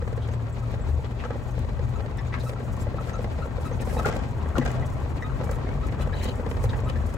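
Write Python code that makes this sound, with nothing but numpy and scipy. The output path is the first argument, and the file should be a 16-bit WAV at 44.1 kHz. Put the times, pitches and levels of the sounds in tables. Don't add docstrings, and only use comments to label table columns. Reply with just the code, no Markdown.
import sys
import numpy as np
from scipy import signal
from scipy.fft import rfft, irfft, next_fast_len
from scipy.io import wavfile
from scipy.ndimage import uniform_filter1d, map_coordinates

SR = 44100
rng = np.random.default_rng(int(sys.argv[2]) if len(sys.argv) > 2 else 0)


def unload_audio(sound):
    columns = np.transpose(np.atleast_2d(sound))
    steps = np.round(np.clip(columns, -1, 1) * 32767)
    wavfile.write(sys.argv[1], SR, steps.astype(np.int16))


N = 316197

# (time [s], level [dB], pitch [Hz])
PEEPS = [(0.31, -60, 6330), (0.33, -56, 7540), (0.52, -55, 7670), (0.81, -55, 7700), (1.505, -59, 6200),
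         (1.825, -60, 6850), (1.954, -57, 6850), (2.265, -54, 6700), (2.805, -52, 7450),
         (3.13, -48.5, 6400), (3.72, -52, 6300), (6.84, -54, 7600)]
# (time [s], level [dB], start pitch [Hz], end pitch [Hz], length [s])
WHISTLES = [(5.437, -49.5, 2306, 2260, 0.094), (5.644, -50.5, 2066, 2320, 0.096)]

# (time [s], level [dB])
RUB_LEVEL = [(6.08, -76), (6.13, -77), (6.18, -48), (6.215, -53), (6.245, -44.5), (6.3, -47), (6.34, -65),
             (6.4, -87)]
# (frequency [Hz], level per Hz [dB])
RUB_SPECTRUM = [(800, -27), (1950, -16), (2250, -10), (2500, 9), (2700, -4), (3000, 11.5), (3400, 0),
                (4050, -4), (4500, 3.5), (5000, -11), (5600, -14), (7100, -5), (9000, -22), (16000, -19)]

# (time of the middle [s], level [dB], length [s])
SAND_PATCHES = [(2.406, -65, 0.029), (2.476, -51.5, 0.1), (2.815, -54, 0.045), (3.08, -57, 0.093),
                (3.234, -57, 0.039), (3.664, -55.5, 0.11), (3.82, -46, 0.026), (3.942, -49, 0.16),
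                (4.074, -51, 0.059), (4.163, -58, 0.055), (4.677, -65, 0.101), (5.447, -53.5, 0.028),
                (5.532, -56, 0.042), (6.022, -53, 0.03), (6.244, -43, 0.029), (6.514, -54.5, 0.062),
                (6.645, -52, 0.046), (7.1, -60, 0.11), (6.888, -52, 0.043)]
# (time [s], level [dB])
GRIT_TICKS = [(0.276, -52), (1.591, -45.5), (2.172, -47), (2.766, -48), (4.056, -35), (4.092, -43),
              (4.165, -45), (4.487, -49), (4.581, -35), (4.651, -42), (4.714, -43), (4.901, -50),
              (5.001, -51), (5.442, -45), (5.512, -38), (5.556, -48), (5.868, -45), (6.242, -37),
              (6.355, -46), (6.638, -40), (6.803, -48), (7.139, -42)]
# (frequency [Hz], level per Hz [dB])
CRUNCH_SPECTRUM = [(2000, -27), (5000, -1), (7000, 6), (8300, 1.5), (10000, -6), (12000, -2), (14000, -13),
                   (16000, -4)]
SPRAY_SPECTRUM = [(2000, -22), (5000, 5), (7000, 3), (8400, 5), (9500, 0.5), (10200, 0.5), (12000, 0.5),
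                  (14000, -6), (16000, -6)]
# (frequency [Hz], correlation [-1 to 1])
CRUNCH_ALIKE = [(2000, .3), (7000, 1), (15000, 0.94)]
SPRAY_ALIKE = [(2000, .1), (7000, 0.36), (15000, 0.63)]

# (time [s], level [dB])
ROAD_LEVEL = [(0, -39), (1.1, -40.5), (2.7, -38), (3.8, -37.5), (4.07, -34), (4.3, -38), (4.75, -35),
              (5.05, -37.5), (5.4, -36.5), (6.7, -36), (7.17, -37)]
# (frequency [Hz], level per Hz [dB])
ROAR_SPECTRUM = [(90, -12), (150, 4), (240, 3), (330, -5), (400, -2), (480, -7), (620, -4.5), (820, -12),
                 (1000, -9), (1300, -19.5), (1900, -21), (2600, -24.5), (5000, -75), (16000, -80)]
HISS_SPECTRUM = [(1000, -12), (2300, 10), (3000, 3), (4000, 5.5), (5200, -2.5), (7400, -6), (9500, -20),
                 (16000, -21)]
# (frequency [Hz], phase lead [rad])
HISS_LEAD = [(1000, -7), (1700, 2.5), (2400, 2), (3100, 4), (4200, 4.5), (5500, 6)]
# (frequency [Hz], correlation [-1 to 1])
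HISS_ALIKE = [(1000, 1), (3000, 0.25), (7500, 0.23)]
NOISE_ALIKE = [(60, 0.67), (120, 0.71), (240, 0.71), (480, 0.26), (950, 0.018), (1890, -0.46),
               (3770, -0.43), (7520, 0.63), (15000, 0.29)]

# (time [s], level [dB], resonance [Hz], length [s])
SCRAPES = [(0.21, -48.5, 3300, 0.046), (1.043, -47, 3180, 0.013), (1.186, -41.5, 2560, .03),
           (2.18, -42.5, 1850, .026), (2.321, -36.5, 1970, 0.022), (2.333, -32, 1810, 0.014),
           (2.359, -40, 1690, 0.033), (2.395, -43, 4080, 0.028), (3.078, -43.5, 1700, 0.032),
           (3.79, -41, 2320, 0.021), (3.89, -41, 1700, 0.027), (4.124, -36.5, 2000, 0.012),
           (4.612, -39, 1780, 0.027), (4.652, -36, 1480, .028), (6.126, -38, 1780, 0.016),
           (6.195, -40.5, 1940, .07), (6.689, -40, 3630, .02), (6.729, -36, 1740, 0.015),
           (6.886, -37, 3000, 0.016)]
# (time [s], level [dB], t60 [s])
PANEL_SNAPS = [(1.2015, -34, .012), (1.2235, -38, .012), (1.2385, -43, 0.013), (1.257, -44, .014),
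               (1.306, -41, 0.023), (2.341, -28, 0.021), (4.061, -30.5, 0.025), (5.515, -39, 0.024),
               (5.886, -39, .025)]
# (frequency [Hz], level per Hz [dB])
SCRAPE_SPECTRUM = [(500, -29), (1100, 7), (1550, 2), (1900, 8), (2500, -4), (3300, -12), (4500, -13.5),
                   (7000, -33), (16000, -64)]
# (time [s], peak level [dB], pitch [Hz], length [s], overtone level [dB])
SQUEAKS = [(0.618, -42.5, 1286, 0.026, -22), (1.311, -39, 1325, 0.014, -26),
           (1.951, -40.5, 1340, 0.02, -17), (2.181, -40.5, 1760, 0.015, -10), (2.458, -35, 1300, 0.03, -16),
           (2.559, -41.5, 1340, 0.02, -22), (2.983, -28, 1303, 0.011, -26), (3.138, -32, 1318, 0.024, -21),
           (3.417, -33, 1335, 0.023, -20), (3.651, -36.5, 1303, 0.023, -15.5),
           (3.971, -40.5, 1270, 0.022, -3), (3.992, -27.5, 1284, 0.013, -27),
           (4.047, -19.5, 1394, 0.0085, -36), (4.554, -22.5, 1380, 0.0088, -39),
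           (4.611, -31, 1950, 0.0076, -23), (4.822, -35.5, 1924, 0.01, -26),
           (5.221, -28.5, 1927, 0.009, -20), (5.238, -37, 1238, 0.028, -14), (5.293, -38, 1342, 0.017, -23),
           (5.527, -37, 1280, .015, -17), (5.828, -35.5, 1286, 0.018, -17),
           (5.999, -34.5, 1320, 0.029, -13), (6.128, -31.5, 1650, 0.0083, -22),
           (6.655, -40, 1327, 0.014, -15), (6.859, -37, 1295, 0.028, -21), (6.955, -38, 1776, 0.018, -22)]
# (frequency [Hz], t60 [s])
CANOPY_DECAY = [(300, 0.11), (1500, 0.091), (5000, 0.044), (15000, 0.036)]

# (time [s], level [dB], t60 [s], brightness [dB per octave])
RATTLES = [(1.245, -38.5, 0.085, -1), (3.07, -40.5, 0.65, -7), (3.99, -31, 0.086, -9),
           (4.049, -29.5, 0.59, -5), (4.555, -36, 0.4, -3), (4.65, -37.5, 0.44, 1.5),
           (5.492, -44, 0.034, -11), (6.007, -39, 0.16, 2)]
# (frequency [Hz], level per Hz [dB])
CLATTER_SPECTRUM = [(150, -43), (450, 10), (700, 18), (1000, -1.5), (1500, 7), (2000, 1), (2800, -1.5),
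                    (4000, -7), (5500, -8.5), (7500, -10), (10000, -28), (16000, -40)]
# (time [s], peak level [dB], pitch of the struck part [Hz])
CLACKS = [(1.2385, -23, 1250), (1.2514, -34, 1100), (1.2577, -25, 950), (1.3044, -23, 600),
          (4.062, -18, 750), (4.073, -35, 650), (4.089, -25, 600), (4.098, -25, 650), (4.146, -31, 490),
          (4.166, -19, 520), (4.569, -23, 1100), (4.582, -22, 3200), (5.411, -26, 900), (5.435, -24, 520),
          (5.492, -20.5, 830), (6.513, -27, 800), (6.640, -31, 700), (6.654, -27, 700), (6.695, -31, 800)]
# (frequency [Hz], level [dB], free t60 [s])
FITTING_MODES = [(492, 4, 0.034), (682, -2, 0.019), (839, -0.5, 0.059), (1156, 3.5, 0.034),
                 (1327, 0, 0.058), (1591, 0, 0.043), (1833, -4.5, 0.062), (2016, -2, 0.025),
                 (2480, -6, 0.027), (2960, -5, 0.027), (3350, -6.5, 0.03), (4200, -17, .01)]

# (time [s], peak level [dB], crack level [dB])
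KNOCKS = [(0.021, -23, -44), (0.076, -25, -42), (0.127, -24, -44), (0.175, -24, -46), (0.286, -28.5, -43),
          (0.336, -25.5, -43), (0.467, -35, -46), (0.740, -22.5, -44), (0.793, -29, -54), (0.889, -27, -52),
          (0.942, -27, -56), (0.989, -26.5, -58), (1.044, -27.5, -45), (1.237, -33, -40),
          (1.252, -22.5, -49), (1.305, -21.5, -41), (1.355, -24, -59), (1.579, -25, -48), (1.646, -29, -44),
          (1.691, -30, -44), (1.792, -24.5, -42), (2.004, -26.5, -41), (2.060, -26, -44), (2.110, -29, -47),
          (2.385, -33, -47), (2.435, -26, -46), (2.493, -28, -35), (2.533, -27, -43), (2.601, -27, -49),
          (2.868, -21, -48), (2.942, -22.5, -51), (3.007, -24, -55), (3.094, -27.5, -38), (3.191, -21, -49),
          (3.243, -20, -38.5), (3.386, -25.5, -43), (3.456, -23, -48), (3.582, -22.5, -54),
          (3.712, -24, -43), (3.801, -28, -54), (3.872, -20.5, -43), (3.928, -26, -50), (3.966, -17.5, -43),
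          (3.997, -31, -37), (4.059, -18.5, -41), (4.07, -19, -48), (4.086, -17.5, -41), (4.142, -23, -44),
          (4.161, -22, -38), (4.235, -32, -42), (4.459, -23, -54), (4.569, -19, -49), (4.614, -22, -44),
          (4.676, -29, -38), (4.751, -33, -43), (4.795, -27.5, -43), (5.223, -28.5, -50),
          (5.410, -22, -41.5), (5.435, -23, -44), (5.493, -23, -55), (5.512, -22.5, -46), (5.566, -28, -61),
          (5.689, -28, -42), (5.785, -31, -57), (5.886, -28, -58), (5.922, -26.5, -41), (5.997, -23.5, -43),
          (6.072, -24, -44), (6.123, -29, -46), (6.253, -21, -41), (6.286, -21.5, -40), (6.395, -23, -55),
          (6.463, -18.5, -40), (6.512, -23, -36), (6.568, -24.5, -40), (6.639, -19.5, -37.5),
          (6.654, -24.5, -43), (6.694, -25, -50), (6.734, -26, -49), (6.789, -26, -45), (6.834, -27, -49),
          (6.897, -26, -34), (6.956, -23.5, -45), (7.089, -33, -49)]
# (time [s], level [dB], crack level [dB])
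BUMPS = [(4.582, -12.5, -36.5)]
# (frequency [Hz], level [dB], t60 [s])
PANEL_MODES = [(370, -6.5, 0.031), (479, 4.5, 0.042), (544, 3, 0.032), (755, -12.5, 0.038),
               (822, -11.5, 0.068), (1190, -18.5, 0.027), (1630, -12, 0.029), (1940, -16, 0.036)]
FLOORPAN_MODES = [(149.5, 9.5, 0.11), (234.7, 8, 0.16), (320, 0, 0.015)]
SPRING_MODES = [(140, -5.5, 0.37), (238, -7, .2), (267, -5, 0.13), (324, 0.5, 0.061), (520, 4, 0.029),
                (1064, -5, .03)]
# (frequency [Hz], level per Hz [dB])
CRACK_SPECTRUM = [(200, -23), (450, -2), (750, 0), (1100, 11), (1450, -4.5), (1900, 10), (2500, -2),
                  (4000, -4), (5500, -12), (8000, -16), (11000, -36), (16000, -48)]

# (time [s], pitch [Hz])
HUM_PITCH = [(0, 114.3), (.6, 115), (1.1, 118.8), (1.6, 121.9), (2.4, 121.9), (3.1, 120.4), (3.7, 121),
             (4.3, 118.8), (4.9, 128.2), (5.5, 134.3), (6.1, 135.3), (6.6, 127), (7.17, 122.4)]
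# (time [s], level [dB])
HUM_LEVEL = [(0.0, -36), (.17, -28), (.68, -32.5), (1.02, -31), (1.18, -31.5), (1.3, -42), (1.58, -29.5),
             (1.72, -40), (1.92, -25), (2.04, -54), (2.16, -33.5), (2.55, -30), (2.72, -36.5), (3.1, -33),
             (3.2, -38), (3.7, -36), (4.3, -35), (4.5, -38.5), (4.8, -31.5), (5.2, -41.5), (5.64, -32),
             (5.8, -45), (5.98, -33.5), (6.24, -50), (6.7, -40), (6.84, -31.5), (7.16, -53)]
# (time [s], level [dB])
BOOM_LEVEL = [(0, -32.5), (.15, -34), (.4, -39), (.8, -42), (.9, -23), (1.02, -30), (1.12, -45), (1.4, -46),
              (1.58, -32), (1.68, -40), (1.85, -34), (2.1, -45), (2.35, -32), (2.5, -48), (2.75, -36),
              (3.05, -37), (3.7, -39), (3.92, -30), (4.2, -44), (4.33, -42), (4.42, -26.5), (4.56, -34.5),
              (4.66, -47), (4.98, -39), (5.1, -27), (5.28, -38.5), (6.88, -38), (6.98, -26), (7.1, -47)]
# (time [s], level [dB])
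RUMBLE_LEVEL = [(0.0, -33), (0.64, -36), (0.76, -31), (0.98, -31.5), (1.12, -34.5), (1.5, -34), (1.7, -30),
                (2, -31.5), (2.62, -37.5), (2.74, -30.5), (3.1, -36.5), (3.24, -31), (3.4, -33),
                (4.05, -31.5), (4.42, -33.5), (4.75, -30), (5.1, -32), (5.5, -30), (5.62, -32),
                (5.8, -28.5), (6.28, -29.5), (6.4, -34), (6.66, -24.5), (6.9, -31.5), (7.04, -28.5),
                (7.16, -32.5)]
# (frequency [Hz], level per Hz [dB])
CHASSIS_SPECTRUM = [(15, -34), (28, -19), (33, -9), (39, -13.5), (46, 3), (56, -2.5), (68, -1.5), (77, -6),
                    (86, -1), (108, -3.5), (140, -10.5), (180, -29), (300, -36), (600, -120)]
# (time [s], left minus right [dB])
CHASSIS_LEAN = [(0, 3), (2, 4.5), (5.6, 3), (6.2, 3), (6.7, -0.5), (7.17, 6.5)]

TOP_HZ = 15850
PEEP_DB, PEEP_S = 1.5, 0.0184
WHISTLE_WAVER = .009
STROKE_START_S, STROKE_S = 6.135, .0309
STROKE_HZ, STROKE_DB = 3950, -44.5
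RETURN_HZ, RETURN_DB = 2980, -50
STROKE_SWELL_DB = 0.5
SAND_DB, SAND_FOLLOWS = -61.5, 0.58
TICK_DB, TICK_T60_S = -3, 0.037
GRAVEL_DB, GRAVEL_FOLLOWS = -49.5, 1.85
HISS_DB, HISS_FOLLOWS = -58.5, 0.33
TYRE_LEAN_DB = 3
SCRAPE_DB, SCRAPE_WIDTH, SLIPS_PER_S = -3, 0.22, 900
SQUEAK_DB = -0.5
SLIP_ROUGH_DB, SLIP_JITTER = 3.5, .032
RASP_DB, RASP_T60_S = -24, 0.073
CLACK_DB, CLACK_DAMPING = -5, 0.73
CLACK_FALL_DB = 12
KNOCK_DB, THUD_DB, CRACK_DB = -0.5, -11.5, 3.5
KNOCK_LEAN_DB, KNOCK_WANDER_DB = -1, 3
CRACK_T60_S = .028
BOOM_HZ, BOOM_WAVER = 76.8, 0.0362


def amp(db):
    return 10 ** (np.asarray(db) / 20)


def unit(x):
    return x / np.sqrt(np.mean(x ** 2) + 1e-20)


def along(points, hz):
    f, v = np.transpose(points)
    return np.interp(np.log(hz + 1), np.log(f + 1), v)


def curve(rows):
    s, value = np.transpose(rows)
    return np.interp(np.arange(N) / SR, s, value)


def wobble(rate):
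    knots = rng.standard_normal(int(N * rate / SR) + 4)
    return map_coordinates(knots, [np.arange(N) * rate / SR])


def filtered(x, response):
    m = next_fast_len(N + SR // 2)
    return irfft(rfft(x, m) * response(np.fft.rfftfreq(m, 1 / SR)), m)[..., :N]


def panned(lean_db):
    return amp(np.array([[.5], [-.5]]) * lean_db)


def add(track, s, sound):
    start = max(round(s * SR), 0)
    part = track[..., start:start + sound.shape[-1]]
    part += sound[..., :part.shape[-1]]


def rush(spectrum, grain=1, alike=NOISE_ALIKE):
    def mid_and_side(hz):
        angle = np.arccos(np.clip(along(alike, hz), -1, 1)) / 2
        return amp(along(spectrum, hz)) * [np.cos(angle), np.sin(angle)]

    white = grain * rng.standard_normal((2, N))
    mid, side = filtered(white, mid_and_side)
    return np.array([mid + side, mid - side]) / np.std(mid)


def ring(modes, scatter_db, detune, bright_db=0, attack_s=0.002):
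    t = np.arange(SR // 5) / SR
    hz, db, t60 = np.transpose(modes)[..., None]
    gain, shift, side = rng.standard_normal((3, len(modes), 1))
    level = db + scatter_db * gain + bright_db * np.log2(hz / hz[0])
    tones = np.sin(2 * np.pi * hz * (1 + detune * shift) * t)
    wave = np.sum(np.sign(side) * amp(level - 60 * t / t60) * tones, axis=0)
    wave *= 1 - np.exp(-t / attack_s)
    return wave / np.abs(wave).max()


def bursts(rows, attack):
    envelope, t = np.zeros(N), np.arange(SR // 2) / SR
    for s, db, t60 in rows:
        add(envelope, s, amp(db - 60 * t / t60) * (1 - np.exp(-t / attack)))
    return envelope


def patter(rate, spread_db):
    hits = rng.random((2, N)) < rate / SR
    sizes = amp(spread_db * np.clip(rng.standard_normal((2, N)), -2, 2))
    return hits * sizes * rng.choice([-1, 1], (2, N))


def chatter(rate, spread_db, bright_db):
    rings = [ring(FITTING_MODES, scatter_db=2, detune=.03, bright_db=bright_db) for point in range(4)]
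    struck = np.zeros((2, N))
    for body in rings:
        hits = patter(rate / len(rings), spread_db)
        struck += signal.fftconvolve(hits, body[None], axes=1)[:, :N]
    return unit(struck + 0.26 * struck[::-1])


def grains(count, hz, octaves, cycles, spread_db, size):
    pitch, strength, lean = rng.standard_normal((count, 3)).T[..., None]
    f = np.minimum(hz * 2 ** (octaves * pitch), TOP_HZ)
    turns = f * np.arange(size) / SR
    gain = amp(spread_db * np.clip(strength, -2, 2)) * np.sqrt(hz / f)
    wave = gain * np.exp(-turns / cycles) * np.sin(2 * np.pi * turns)
    at = rng.integers(0, N, (count, 1)) + np.arange(size)
    sides = []
    for side in (1, -1):
        heard = wave * amp(side * 2 * lean)
        sides.append(np.bincount(at.ravel(), heard.ravel(), N + size)[:N])
    return unit(np.array(sides))


def roughness():
    roar_db = curve(ROAD_LEVEL)
    return roar_db - roar_db.mean()


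def slip(hz, length, overtones_db):
    t = np.arange(SR // 8) / SR
    waver, flutter = [np.interp(t * 500, np.arange(64), knots) for knots in rng.standard_normal((2, 64))]
    u = t / max(0.41 * length, .002)
    pitch = hz * (1 + SLIP_JITTER * waver + 0.018 * np.tanh(u - 1))
    phase = 2 * np.pi * np.cumsum(pitch) / SR
    swell = (u * np.exp(1 - u)) ** 1.5
    overtones = np.sin(2 * phase) + np.sin(3 * phase)
    return swell * amp(SLIP_ROUGH_DB * flutter) * (np.sin(phase) + amp(overtones_db) * overtones)


def peeps():
    out = np.zeros(N)
    for s, db, hz in PEEPS:
        add(out, s, amp(db + PEEP_DB) * slip(hz, PEEP_S, overtones_db=-120))
    return out


def whistles():
    out = np.zeros(N)
    for s, db, start_hz, end_hz, length in WHISTLES:
        u = np.linspace(0, 1, round(length * SR))
        glide = start_hz + (end_hz - start_hz) * u
        hz = glide * (1 + WHISTLE_WAVER * wobble(113)[:len(u)])
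        fade = np.sqrt(np.abs(np.sin(np.pi * u)))
        add(out, s, amp(db) * fade * np.sin(2 * np.pi * np.cumsum(hz) / SR))
    return out * panned(2.5)


def brush():
    t = np.arange(N) / SR
    strokes = 1 + .5 * np.cos(2 * np.pi * (t - STROKE_START_S) / STROKE_S)
    out = amp(curve(RUB_LEVEL) - 3) * strokes * rush(RUB_SPECTRUM, amp(1.9 * wobble(300)))
    for k in range(6):
        s, swell_db = STROKE_START_S + k * STROKE_S, STROKE_SWELL_DB * (k - 2)
        high, low = 1 + 0.021 * rng.standard_normal(2)
        catch = slip(STROKE_HZ * high, length=0.015, overtones_db=-24)
        add(out, s, amp(STROKE_DB + swell_db) * catch)
        back = slip(RETURN_HZ * low, length=0.0078, overtones_db=-10)
        add(out, s + STROKE_S / 2, amp(RETURN_DB + swell_db) * back)
    return out * panned(4.1)


def grit():
    t = np.arange(N) / SR
    bed = amp(SAND_DB + SAND_FOLLOWS * roughness() + 1.7 * wobble(10))
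    spray = np.zeros(N)
    for s, db, length in SAND_PATCHES:
        spray += amp(db) * np.exp(-(2 * (t - s) / length) ** 2)
    clumps = amp(0.66 * wobble(760) + 3.4 * wobble(60))
    under_tread = bed * rush(CRUNCH_SPECTRUM, clumps, CRUNCH_ALIKE)
    thrown_up = spray * rush(SPRAY_SPECTRUM, clumps, SPRAY_ALIKE)
    crunch = amp(-2.5) * (under_tread + thrown_up)
    sand = grains(count=1500, hz=8500, octaves=.35, cycles=3, spread_db=3.5, size=200)
    ticks = bursts([(s, db + TICK_DB, TICK_T60_S) for s, db in GRIT_TICKS], attack=0.00014)
    flicks = ticks * rush(CRUNCH_SPECTRUM, alike=SPRAY_ALIKE)
    return crunch + amp(-14.5) * (bed + spray) * sand + flicks


def gravel():
    taps = grains(count=700, hz=950, octaves=.45, cycles=2.2, spread_db=2.5, size=700)
    return amp(GRAVEL_DB + GRAVEL_FOLLOWS * roughness()) * taps


def tyres():
    roar_db = curve(ROAD_LEVEL)
    uneven = wobble(35)
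    roar = amp(roar_db - 1.14 + 1.12 * uneven) * rush(ROAR_SPECTRUM, amp(1.26 * wobble(160)))
    hiss_gain = amp(HISS_DB + HISS_FOLLOWS * roughness() + 2.6 * uneven)
    hiss = hiss_gain * rush(HISS_SPECTRUM, amp(1.1 * wobble(500)), HISS_ALIKE)
    hiss = filtered(hiss, lambda hz: np.exp(-1j * along(HISS_LEAD, hz) * np.array([[0], [1]])))
    pats = grains(count=1300, hz=1006.4, octaves=0.712, cycles=9.6, spread_db=2.5, size=1200)
    small_knocks = amp(roar_db - 10.5 + uneven) * pats
    fittings = amp(roar_db - 11.0) * chatter(rate=130, spread_db=2.5, bright_db=-1)
    return roar + hiss + small_knocks + fittings


def scrapes():
    rasp, t = np.zeros(N), np.arange(SR // 5) / SR
    for s, db, hz, length in SCRAPES:
        slips = (rng.random(len(t)) < SLIPS_PER_S / SR) * rng.choice([-1, 1], len(t))
        rubbing = slips + 0.15 * rng.standard_normal(len(t))
        rung = signal.lfilter(*signal.iirpeak(hz, 1 / SCRAPE_WIDTH, SR), rubbing)
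        rung = signal.lfilter(*signal.iirpeak(hz, .7, SR), rung)
        u = t / (0.38 * length)
        swell = (u * np.exp(1 - u)) ** 2
        add(rasp, s, amp(db + SCRAPE_DB) * swell * unit(rung))
    snaps = bursts(PANEL_SNAPS, attack=0.0003) * rush(SCRAPE_SPECTRUM)
    return (rasp + snaps) * panned(2.8)


def squeaks():
    notes = np.zeros(N)
    for s, db, hz, length, overtones_db in SQUEAKS:
        add(notes, s, amp(db + SQUEAK_DB) * slip(hz, length, overtones_db))
    grinding = bursts([(s, db + RASP_DB, RASP_T60_S) for s, db, *_ in SQUEAKS], attack=0.0074)
    rasp = grinding * rush(SCRAPE_SPECTRUM, amp(11.0 * wobble(400)))
    return (notes + rasp) * panned(2.7)


def canopy(x):
    hz, t, z = signal.stft(rng.standard_normal((2, SR // 6)), SR, nperseg=128)
    decay = amp(-60 * t / along(CANOPY_DECAY, hz)[:, None])
    tail = signal.istft(z * decay, SR, nperseg=128)[1]
    tail = np.pad(tail / np.linalg.norm(tail[0]), ((0, 0), (SR // 200, 0)))
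    return signal.fftconvolve(x, tail, axes=1)[:, :N]


def rattles():
    out = np.zeros((2, N))
    t = np.arange(SR // 4) / SR
    for s, db, t60, bright_db in RATTLES:
        hits = (rng.random((2, len(t))) < 700 / SR) * rng.choice([-1, 1], (2, len(t)))
        body = ring(FITTING_MODES, scatter_db=1.5, detune=0.012, bright_db=bright_db)
        blows = (hits + .5 * hits[::-1]) * amp(-60 * t / t60)
        run = signal.fftconvolve(blows, body[None], axes=1)
        add(out, s, amp(db - 3) * run / (np.std(run[:, :SR // 40]) + 1e-9))
    dying = bursts([(s, db - 2, t60) for s, db, t60, bright_db in RATTLES], attack=0.0022)
    clatter = dying * rush(CLATTER_SPECTRUM, amp(4.2 * wobble(220)))
    return (out + clatter) * panned(2.8)


def clacks():
    out = np.zeros((2, N))
    for s, db, part_hz in CLACKS:
        modes = []
        for hz, level, t60 in FITTING_MODES:
            fall_db = CLACK_FALL_DB * abs(np.log2(hz / part_hz))
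            modes.append((hz, level - fall_db, t60 * CLACK_DAMPING))
        shared, left, right = [ring(modes, scatter_db=2, detune=.06, attack_s=.0004) for part in range(3)]
        add(out, s, amp(db + CLACK_DB) * (shared + 0.29 * np.array([left, right])))
    return out * panned(2.5)


def joints():
    travelled = np.cumsum(curve(HUM_PITCH) / 6) / SR
    crossings = np.flatnonzero(np.diff(np.floor(travelled)))
    roar_db = curve(ROAD_LEVEL)
    taps = np.zeros((2, N))
    for i, (late, size, lean) in zip(crossings, rng.standard_normal((len(crossings), 3))):
        tap = ring(PANEL_MODES, scatter_db=4, detune=.04)
        gain = amp(roar_db[i] - 4.5 + 2 * size) * panned(3 * lean)
        add(taps, i / SR + 0.00309 * late, gain * tap)
    return taps


def knocks():
    body = np.zeros((2, N))
    for s, db, crack_db in KNOCKS:
        shared = ring(PANEL_MODES, scatter_db=3, detune=.025)
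        near = np.array([ring(PANEL_MODES, scatter_db=4, detune=.08) for side in range(2)])
        place = panned(KNOCK_LEAN_DB + KNOCK_WANDER_DB * rng.standard_normal())
        add(body, s, amp(db + KNOCK_DB) * place * (0.69 * shared + 0.22 * near))
        thud = ring(FLOORPAN_MODES, scatter_db=4, detune=.08)
        add(body, s, amp(db + THUD_DB) * thud)
    for s, db, crack_db in BUMPS:
        add(body, s, amp(db) * panned(6.5) * ring(SPRING_MODES, scatter_db=1.5, detune=0.0085))
    crack_rows = [(s, crack_db + CRACK_DB, CRACK_T60_S) for s, db, crack_db in KNOCKS]
    cracks = bursts(crack_rows, attack=0.0015) * rush(CRACK_SPECTRUM)
    bump_rows = [(s, crack_db, .035) for s, db, crack_db in BUMPS]
    bump_cracks = bursts(bump_rows, attack=0.0004) * rush(HISS_SPECTRUM)
    return body + cracks + bump_cracks


def drive_hum():
    pitch = curve(HUM_PITCH) * (1 + .018 * wobble(14))
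    phase = 2 * np.pi * np.cumsum(pitch) / SR
    flutter = unit(amp(2.2 * wobble(20)))
    return amp(curve(HUM_LEVEL) - 1) * flutter * unit(np.sin(phase))


def frame_boom():
    phase = 2 * np.pi * np.cumsum(BOOM_HZ * (1 + BOOM_WAVER * wobble(9))) / SR
    return amp(curve(BOOM_LEVEL) + 2.0 * wobble(11.0)) * unit(np.sin(phase))


def chassis_rumble():
    shake = rush(CHASSIS_SPECTRUM)
    swell = np.sqrt(np.abs(uniform_filter1d(np.mean(shake ** 2, axis=0), SR // 6)) + 1e-6)
    return amp(curve(RUMBLE_LEVEL) + 1.5) * shake / swell


def scene():
    creaks = peeps() + whistles() + scrapes() + squeaks()
    echoed = amp(-2.8) * creaks + amp(-4.0) * canopy(creaks)
    ground = grit() + (gravel() + tyres()) * panned(TYRE_LEAN_DB)
    loose_parts = brush() + rattles() + clacks()
    body = joints() + knocks()
    cart = (drive_hum() + frame_boom() + chassis_rumble()) * panned(curve(CHASSIS_LEAN))
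    return echoed + ground + loose_parts + body + cart


def record(dry):
    return filtered(dry, lambda hz: hz < TOP_HZ)


dry = scene()
out = record(dry)
unload_audio(out)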